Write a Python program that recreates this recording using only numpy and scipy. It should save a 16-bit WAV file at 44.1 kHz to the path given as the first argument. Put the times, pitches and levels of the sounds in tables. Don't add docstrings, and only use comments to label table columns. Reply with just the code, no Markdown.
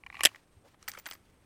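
import sys
import numpy as np
from scipy import signal
from scipy.fft import rfft, irfft
from scipy.io import wavfile
from scipy.ndimage import uniform_filter1d

SR = 44100
rng = np.random.default_rng(int(sys.argv[2]) if len(sys.argv) > 2 else 0)


def to_wav(sig):
    pcm = np.clip(np.atleast_2d(sig), -1, 1) * 32767
    pcm = np.round(pcm).astype(np.int16)
    wavfile.write(sys.argv[1], SR, pcm.T)


N = 63945

# t/s, peak level/dB, favoured pitch f/Hz, treble mode gain/dB, decay of the grit/s
LIGHT_CONTACTS = [(.0365, -37, 2600, -33, 0.00056), (.0638, -34, 1140, -45, 0.0017),
                  (.0665, -38, 2220, -41, 0.0018), (.101, -32.5, 1770, -30, 0.00057),
                  (.126, -38.5, 2150, -24, 0.0016), (.1435, -34.5, 1120, -28, 0.003),
                  (.153, -33, 2620, -22, 0.0024), (.1685, -33, 2640, -30, 0.0013),
                  (.1925, -33, 1117, -8.5, 0.0045), (.2073, -19, 1928, -11.5, 0.0012),
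                  (.2145, -31, 2310, -0.5, 0.0013), (.289, -41, 2920, -2.5, .002),
                  (.316, -48, 1090, -24, 0.0011), (.347, -36.5, 2040, -19, 0.00076),
                  (.359, -38, 1950, -3, 0.0019)]
SEATING_CONTACTS = [(.2343, -14, 2350, -2.5, 0.0064), (.2405, -16, 1900, -6.5, 0.0012),
                    (.2513, -3.5, 5194, -3, 0.0019), (.2568, -0.5, 3280, -5, 0.00098),
                    (.262, -18, 1920, -3, 0.0044), (.2685, -17, 2300, -15, 0.0023)]
HOLSTER_CONTACTS = [(.743, -53.5, 810, -26, 0.0031), (.827, -41.5, 5300, 4.5, 0.0014),
                    (.879, -27.5, 1250, 4, 0.0019), (.883, -24, 1560, 9, 0.0039),
                    (.893, -32.5, 2160, 13, 0.0042), (.917, -30.5, 3330, 10.5, 0.001),
                    (.936, -37, 1450, 3, .003), (.949, -37.5, 1630, -17, 0.0037),
                    (.973, -37.5, 1890, -7, 0.004), (.976, -35.5, 560, -10, 0.0026),
                    (.987, -42.5, 5720, 8.5, 0.004), (.998, -39, 8100, 3.5, 0.00059),
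                    (1.0575, -32.5, 3400, 2, 0.0014), (1.063, -26, 1530, 4, 0.0027),
                    (1.066, -32.5, 810, -3.5, 0.0042), (1.088, -36.5, 2140, 1, 0.0025),
                    (1.1115, -28, 3170, 5, 0.0021), (1.1225, -33.5, 2224, 8.5, 0.0018),
                    (1.132, -37.5, 1860, 9, 0.0048), (1.151, -43, 4150, -4, 0.003)]

# f/Hz, level/dB
MAGAZINE_MODES = [(330, -15), (800, -4.5), (1120, -2), (1920, -3), (2350, -2), (2900, -7.5), (4100, -18.5),
                  (5200, -12.5), (7000, -16), (11000, -17)]
PISTOL_MODES = [(90, -20), (280, -13), (620, -8.5), (1100, -7), (1900, -2), (2850, -2.5), (3400, -5),
                (5040, -5.5), (5870, -7), (7800, -2.5), (10900, -5.5), (13800, -13)]
HOLSTER_MODES = [(130, -17), (320, -7.5), (520, -7.5), (810, -3.5), (1250, 0), (1550, -1.5), (2100, -0.5),
                 (3200, -8.5), (4600, -11), (6000, -11.5), (7740, -13), (10300, -20)]

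# t/s, lower ring level/dB, upper ring level/dB
STEEL_STRIKES = [(0.884, -34.5, -39), (0.987, -53, -45.5), (1.071, -42, -59), (1.1, -48, -46),
                 (1.137, -48.5, -58)]
# f/Hz, time to fall 60 dB/s
STEEL_RINGS = [(14050, 0.057), (14730, 0.077)]

# t/s, level/dB
SLIDE_LEVELS = [(.09, -104), (.135, -57.5), (.2, -58.5), (.275, -54), (.32, -84.5)]
DRAG_LEVELS = [(.87, -94), (.885, -44.5), (.91, -61.5), (.99, -56), (1.03, -83), (1.07, -53), (1.12, -60),
               (1.22, -77)]
RUSTLE_LEVELS = [(.12, -75.5), (.27, -57.5), (.38, -66), (.45, -78.5), (.62, -76), (.7, -65.5),
                 (.77, -78.5), (.83, -66.5), (1.3, -76)]
WIND_LEVELS = [(.22, -64), (.29, -65.5), (.45, -89.5), (.58, -58.5), (.66, -74), (.77, -69.5), (1.05, -73),
               (1.2, -69.5)]

# f/Hz, level/dB
CLOTH_COLOUR = [(300, -18.5), (1000, -5), (2000, -6), (6000, -13.5), (15000, -24.5)]
AIR_COLOUR = [(30, -1.5), (300, -5), (1000, -15.5), (2500, -26), (5000, -37), (11000, -30), (16500, -46)]

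# fixed part/Hz, share of the mode's pitch
MAGAZINE_WIDTH = (22, .09)
PISTOL_WIDTH = (94, 0.084)
HOLSTER_WIDTH = (130, 0.12)

TREBLE_HZ = 4500
FAVOUR_DB, FAVOUR_OCT = 8.5, 0.19
THIN_DB_PER_OCT = -1
RISE_S, TAP_DB = 0.0002, 9.5
BUMP_S, BUMP_SPREAD_S, BUMP_DB = 0.659, 0.018, -60.5
BUMP_HZ, BUMP_WIDTH_HZ = 560, 400
WIND_HZ = 60
INSECT_HZ, INSECT_WIDTH_HZ, INSECT_DB = 8450, 470, -84.5
AIR_DB = -67
TOP_HZ = 16500


def load_magazine():
    magazine = with_widths(MAGAZINE_MODES, MAGAZINE_WIDTH)
    pistol = with_widths(PISTOL_MODES, PISTOL_WIDTH)
    light = knocks(LIGHT_CONTACTS, magazine)
    seating = knocks(SEATING_CONTACTS, pistol)
    slide = rubbing(SLIDE_LEVELS, magazine[:5], rate=160)
    return light + seating + slide


def holster_pistol():
    shell = with_widths(HOLSTER_MODES, HOLSTER_WIDTH)
    return knocks(HOLSTER_CONTACTS, shell) + rubbing(DRAG_LEVELS, shell, rate=290)


def knocks(contacts, modes):
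    out, size = np.zeros(N), 4096
    t = np.arange(size) / SR
    grits = rng.standard_normal((len(contacts), size))
    for (start, level_db, favoured_hz, treble_db, decay), grit in zip(contacts, grits):
        envelope = np.exp(-t / max(decay, 1 / SR)) * (1 - np.exp(-t / RISE_S))
        tap = undb(TAP_DB) * (t == 0)
        push = grit * envelope + tap
        sound = 0
        for k, (hz, width, mode_db) in enumerate(modes):
            octaves = np.log2(hz / favoured_hz)
            favour = FAVOUR_DB * np.exp(-(octaves / FAVOUR_OCT) ** 2)
            thinning = THIN_DB_PER_OCT * np.clip(-octaves, 0, 2)
            treble = treble_db * (hz > TREBLE_HZ)
            gain = undb(mode_db + favour + thinning + treble)
            sign = (-1) ** k
            sound = sound + sign * gain * ring(push, hz, width)
        i = int(start * SR)
        out[i:i + size] += undb(level_db) * sound / np.abs(sound).max()
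    return out


def rubbing(levels, modes, rate):
    grit = grains(2.2)
    grit = grit * undb(1.7 * walk(rate))
    body = sum(undb(db) * ring(grit, hz, width) for hz, width, db in modes)
    return curve(levels) * unit(body)


def steel():
    out, t = np.zeros(N), np.arange(N) / SR
    phases = rng.random((len(STEEL_STRIKES), 2))
    for (start, *levels), pair in zip(STEEL_STRIKES, phases):
        since = np.maximum(t - start, 0)
        for db, (hz, t60), phase in zip(levels, STEEL_RINGS, pair):
            fade = undb(db - 60 * since / t60) * (t > start)
            out += fade * np.sin(2 * np.pi * (hz * since + phase))
    return out


def bump():
    swell = np.exp(-((np.arange(N) / SR - BUMP_S) / BUMP_SPREAD_S) ** 2)
    noise = ring(rng.standard_normal(N), BUMP_HZ, BUMP_WIDTH_HZ)
    noise = ring(noise, BUMP_HZ, BUMP_WIDTH_HZ)
    return undb(BUMP_DB) * swell * unit(noise)


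def cloth():
    flutter = undb(2.5 * walk(68))
    return curve(RUSTLE_LEVELS) * flutter * coloured(grains(0.7), CLOTH_COLOUR)


def wind():
    rumble = ring(rng.standard_normal(N), WIND_HZ, 60)
    return curve(WIND_LEVELS) * unit(ring(rumble, WIND_HZ, 98))


def insects():
    hiss = ring(rng.standard_normal(N), INSECT_HZ, INSECT_WIDTH_HZ)
    hiss = ring(hiss, INSECT_HZ, INSECT_WIDTH_HZ)
    return undb(INSECT_DB + 1.7 * walk(20)) * unit(hiss)


def air():
    return undb(AIR_DB) * coloured(rng.standard_normal(N), AIR_COLOUR)


def with_widths(modes, damping):
    fixed, share = damping
    return [(hz, fixed + share * hz, db) for hz, db in modes]


def ring(x, hz, width):
    r = np.exp(-np.pi * width / SR)
    poles = [1, -2 * r * np.cos(2 * np.pi * hz / SR), r * r]
    return signal.lfilter([1 - r, 0, r - 1], poles, x)


def grains(scatter_db):
    return unit(rng.standard_normal(N) * undb(scatter_db * rng.exponential(size=N)))


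def walk(rate):
    k = int(SR / rate)
    return unit(uniform_filter1d(uniform_filter1d(rng.standard_normal(N), k), k))


def coloured(x, points):
    points = np.array(points)
    hz = np.maximum(np.arange(N // 2 + 1) * SR / N, 1)
    gain_db = np.interp(np.log(hz), np.log(points[:, 0]), points[:, 1])
    return unit(irfft(rfft(x) * undb(gain_db), N))


def curve(rows):
    rows = np.array(rows)
    return undb(np.interp(np.arange(N) / SR, rows[:, 0], rows[:, 1]))


def unit(x):
    return x / np.sqrt(np.mean(x ** 2))


def undb(db):
    return 10 ** (np.asarray(db) / 20)


def scene():
    handling = load_magazine() + holster_pistol() + steel() + bump()
    background = cloth() + wind() + insects() + air()
    return (handling + background)[None]


def record(dry):
    low_pass = signal.ellip(10, 0.2, 80, TOP_HZ, fs=SR, output="sos")
    return signal.sosfilt(low_pass, dry)


dry = scene()
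out = record(dry)
to_wav(out)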